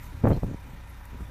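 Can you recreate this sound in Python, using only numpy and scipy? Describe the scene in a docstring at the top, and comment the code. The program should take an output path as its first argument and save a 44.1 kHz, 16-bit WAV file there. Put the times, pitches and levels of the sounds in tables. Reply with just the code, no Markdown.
"""A drilling rig idles outdoors: from the start, a diesel drones at about 30 turns a second
under the steady wash and whine of fans and gears. A quarter of a second in, a gust buffets
the microphone in two low, fluttering thumps, while steel tools tick and clink faintly on
the rig floor. Weaker puffs of wind and a few more clinks follow as the rig runs on."""
import sys
import numpy as np
from scipy import signal
from scipy.io import wavfile
from scipy.ndimage import uniform_filter1d

SR = 44100
rng = np.random.default_rng(int(sys.argv[2]) if len(sys.argv) > 2 else 0)


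def file_out(sig):
    """Save sig as 16-bit WAV at sys.argv[1]."""
    # one column per channel
    cols = np.atleast_2d(sig).T
    # limit, then scale
    lim = np.clip(cols, -1, 1)
    pcm = np.round(lim * 32767).astype(np.int16)
    wavfile.write(sys.argv[1], SR, pcm)


N = 57330

# The diesel's tones: cycles per engine turn, level/dB
ENGINE_TONES = [(1, -51), (2, -46), (3, -57), (4, -74), (5, -99), (6, -65.5), (7, -77), (9, -70)]
# Tone colour of the machinery noise: f/Hz, relative level/dB per Hz
WASH_SPECTRUM = [(20, 9.5), (60, 5), (130, -5), (250, -8.5), (330, -9), (420, -13.5), (650, -12), (800, -7),
                 (1000, -14), (1130, -1.5), (1350, -10.5), (1750, -12.5), (2300, -11.5), (2850, -21),
                 (3700, -19), (4500, -26), (5900, -25.5), (8500, -28.5), (10000, -29), (12500, -21.5),
                 (15000, -41.5)]
# Boost of that noise's high hiss: t/s, level/dB
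HISS_BOOST = [(0, 3.5), (.045, 12.5), (.1, 5), (.25, 0.5), (.29, 9.5), (.33, 7), (.42, 4.5), (.5, 1),
              (.78, 0), (.95, 0), (1.3, 2)]
# Gear and fan whines: f/Hz, width/Hz, level/dB
WHINE_TONES = [(556, 90, -66), (826, 15, -71), (964, 95, -60.5), (1378, 64, -70.5), (1561, 69, -70),
               (1828, 100, -68.5), (1990, 20, -74), (2346, 98, -74), (2446, 120, -69.5), (3050, 19, -80.5),
               (3687, 320, -72.5), (5760, 300, -78), (6310, 140, -81.5)]
# Wind pressure at the microphone: t/s, level/dB
GUST_LEVELS = [(0, -44.5), (.11, -44), (.15, -43), (.19, -43), (.21, -41.5), (.234, -33), (.241, -17.5),
               (.256, -20.5), (.262, -22.5), (.272, -16.5), (.289, -21), (.318, -17.5), (.338, -30.5),
               (.347, -26.5), (.36, -32), (.379, -23.5), (.41, -54), (.428, -27.5), (.436, -26),
               (.458, -33.5), (.476, -29.5), (.51, -34.5), (.548, -34), (.567, -50), (.7, -43.5),
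               (.74, -40), (.78, -48), (1.1, -52.5), (1.15, -38.5), (1.185, -46), (1.225, -35),
               (1.26, -42.5), (1.3, -45.5)]
# Tone colour of the wind at full strength: f/Hz, relative level/dB per Hz
WIND_SPECTRUM = [(20, 0.5), (50, -0.5), (80, -1), (110, 6), (160, -6.5), (260, -3.5), (350, -12.5),
                 (500, -11), (800, -19), (1200, -33), (2000, -33.5), (3000, -54), (5000, -62)]
# Small swirls of air that slap the microphone: t/s, peak level/dB, centre f/Hz
SWIRLS = [(0.149, -32.5, 53), (.177, -28.5, 41.5), (0.2424, -15, 84), (0.245, -18, 220), (0.2491, -16, 282),
          (.255, -12, 342), (.2695, -15, 310), (.273, -14.5, 440), (0.2754, -15, 307), (.282, -22, 447),
          (.306, -18, 380), (0.315, -21, 485), (0.3188, -14, 232), (0.332, -20.5, 246), (0.345, -23.5, 133),
          (.375, -28.5, 254), (0.434, -20.5, 286), (0.441, -23.5, 69.4), (0.4462, -25, 168),
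          (0.488, -32, 151), (.5135, -26.5, 151), (0.545, -25, 156), (1.146, -38.5, 210),
          (1.208, -33.5, 165), (1.224, -32, 87)]
# Ringing steel: t/s, f/Hz, level/dB, time to fade by 60 dB/s
STEEL_CLINKS = [(0.33, 4124, -53.5, 0.18), (.329, 3174, -50.5, 0.067), (.329, 4360, -58.5, 0.22),
                (0.892, 11700, -61, 0.2), (.893, 10500, -69.5, .18), (1.012, 1000, -52, 0.084),
                (1.05, 1864, -53, 0.14), (1.255, 3480, -58, 0.17)]
# Small dry ticks: t/s, level/dB, time to fade by 60 dB/s
STEEL_TICKS = [(.284, -47.5, 0.092), (.441, -55, 0.045), (1.054, -46, .025)]

t = np.arange(N) / SR


def from_db(db):
    """Turn decibels into a gain."""
    return 10 ** (np.asarray(db) / 20)


def rms_one(x):
    """Scale a signal to an average strength (rms) of 1."""
    return x / np.sqrt(np.mean(x ** 2) + 1e-20)


def in_time(rows):
    """Join (time, value) points with straight lines."""
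    return np.interp(t, *np.transpose(rows))


def drift(hz):
    """A smooth random wobble of strength 1; more hz makes it quicker."""
    r = np.exp(-2 * np.pi * hz / SR)
    return rms_one(signal.lfilter([1], [1, -2 * r, r * r], rng.standard_normal(2 * N))[N:])


def noise_bands(spectrum):
    """Yield (centre f/Hz, noise) for bands a third of an octave wide, together of strength 1."""
    edges = 18 * 2 ** (np.arange(31) / 3)
    centres = np.sqrt(edges[1:] * edges[:-1])
    f, db = np.transpose(spectrum)
    gains = from_db(np.interp(np.log(centres), np.log(f), db)) * np.sqrt(np.diff(edges))
    for low, high, hz, gain in zip(edges, edges[1:], centres, gains / np.linalg.norm(gains)):
        sos = signal.butter(3, [low, high], "band", fs=SR, output="sos")
        yield hz, gain * rms_one(signal.sosfilt(sos, rng.standard_normal(N + SR // 2))[-N:])


def dying(start, fade_s):
    """Jump to 1 at the start, then fall by 60 dB every fade_s seconds."""
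    age = t - start
    return (age >= 0) * np.exp(-np.log(1000) * np.maximum(age, 0) / fade_s)


def diesel(angle, flutter_db=1.0):
    """The turning engine drones at multiples of its speed, each tone fluttering a little."""
    drone = 0
    for multiple, db in ENGINE_TONES:
        peak = np.sqrt(2) * from_db(db + flutter_db * drift(hz=5.7))
        drone += peak * np.cos(multiple * angle + rng.uniform(-1.6, 1))
    return drone


def machinery(angle, wash_db=-51.5, flicker_db=1.5, hiss_from_hz=5300):
    """Fans and gears make a wash of noise that throbs with the engine, plus rough whines."""
    hiss_db = in_time(HISS_BOOST)
    wash = whines = 0
    for hz, band in noise_bands(WASH_SPECTRUM):
        boost_db = hiss_db / (1 + (hiss_from_hz / hz) ** 2)
        wash += band * from_db(flicker_db * drift(hz=6.3) + boost_db)
    for hz, width, db in WHINE_TONES:
        roughness = drift(width / 2) + 1j * drift(width / 2)  # shakes both loudness and pitch
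        whines += from_db(db) * rms_one(np.real(roughness * np.exp(2j * np.pi * hz * t)))
    throb = 1 + 0.13 * np.cos(angle)
    return from_db(wash_db) * wash * throb + whines


def wind(full_gust_db=-12, dull_from_hz=130, lump_db=2.5):
    """Lumpy, churning air pushes on the microphone and sounds brighter as the gust grows."""
    gust_db = in_time(GUST_LEVELS)
    lumps = np.tanh(drift(hz=253))
    db_per_octave = 0.28 * (gust_db - full_gust_db) + lump_db * lumps
    rumble = 0
    for hz, band in noise_bands(WIND_SPECTRUM):
        if hz < 5000:
            octaves_up = np.log2(1 + (hz / dull_from_hz) ** 2) / 2
            rumble += band * from_db(octaves_up * db_per_octave)
    # Even out the rumble over about 20 ms, so that the gust sets its loudness.
    evened = rumble / np.sqrt(uniform_filter1d(rumble ** 2, size=900) + 1e-12)
    return from_db(gust_db) * evened


def swirls(falloff=1.6):
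    """Each swirl of air sweeps past as a dip and rise in pressure; small ones sound higher."""
    slaps = 0
    for when, db, hz in SWIRLS:
        passage = 2 * np.pi * hz * (t - when)
        swing = passage / (1 + passage ** 2) ** falloff
        slaps += from_db(db) * swing / swing.max()
    return slaps


def tool_ticks(above_hz=8450):
    """Steel parts tick: short bursts of bright noise."""
    treble_only = signal.butter(2, above_hz, "high", fs=SR, output="sos")
    bright = rms_one(signal.sosfilt(treble_only, rng.standard_normal(N)))
    return bright * sum(from_db(db) * dying(start, fade_s) for start, db, fade_s in STEEL_TICKS)


def tool_clinks(rattle_depth=0.67):
    """Steel tools ring briefly, with a fast rattle in the tone."""
    ringing = 0
    for start, hz, db, fade_s in STEEL_CLINKS:
        ringing += from_db(db) * dying(start, fade_s) * np.sin(2 * np.pi * hz * (t - start))
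    return ringing * (1 + rattle_depth * drift(hz=104))


def scene():
    """Add the rig, the wind and the tools into one channel."""
    turns_per_s = 29.8 * (1 + 0.0046 * drift(hz=1.2))  # the idle speed wanders slightly
    angle = 2 * np.pi * np.cumsum(turns_per_s) / SR
    return (diesel(angle) + machinery(angle) + wind() + swirls() + tool_ticks() + tool_clinks())[None]


def record(dry, bass_hz=18.4, top_hz=15200):
    """Soften the deepest rumble and cut off the highest treble steeply."""
    bass_cut = signal.butter(2, bass_hz, "high", fs=SR, output="sos")
    top_cut = signal.ellip(12, .1, 90, top_hz, fs=SR, output="sos")
    return signal.sosfilt(top_cut, signal.sosfilt(bass_cut, dry))


dry = scene()
out = record(dry)
file_out(out)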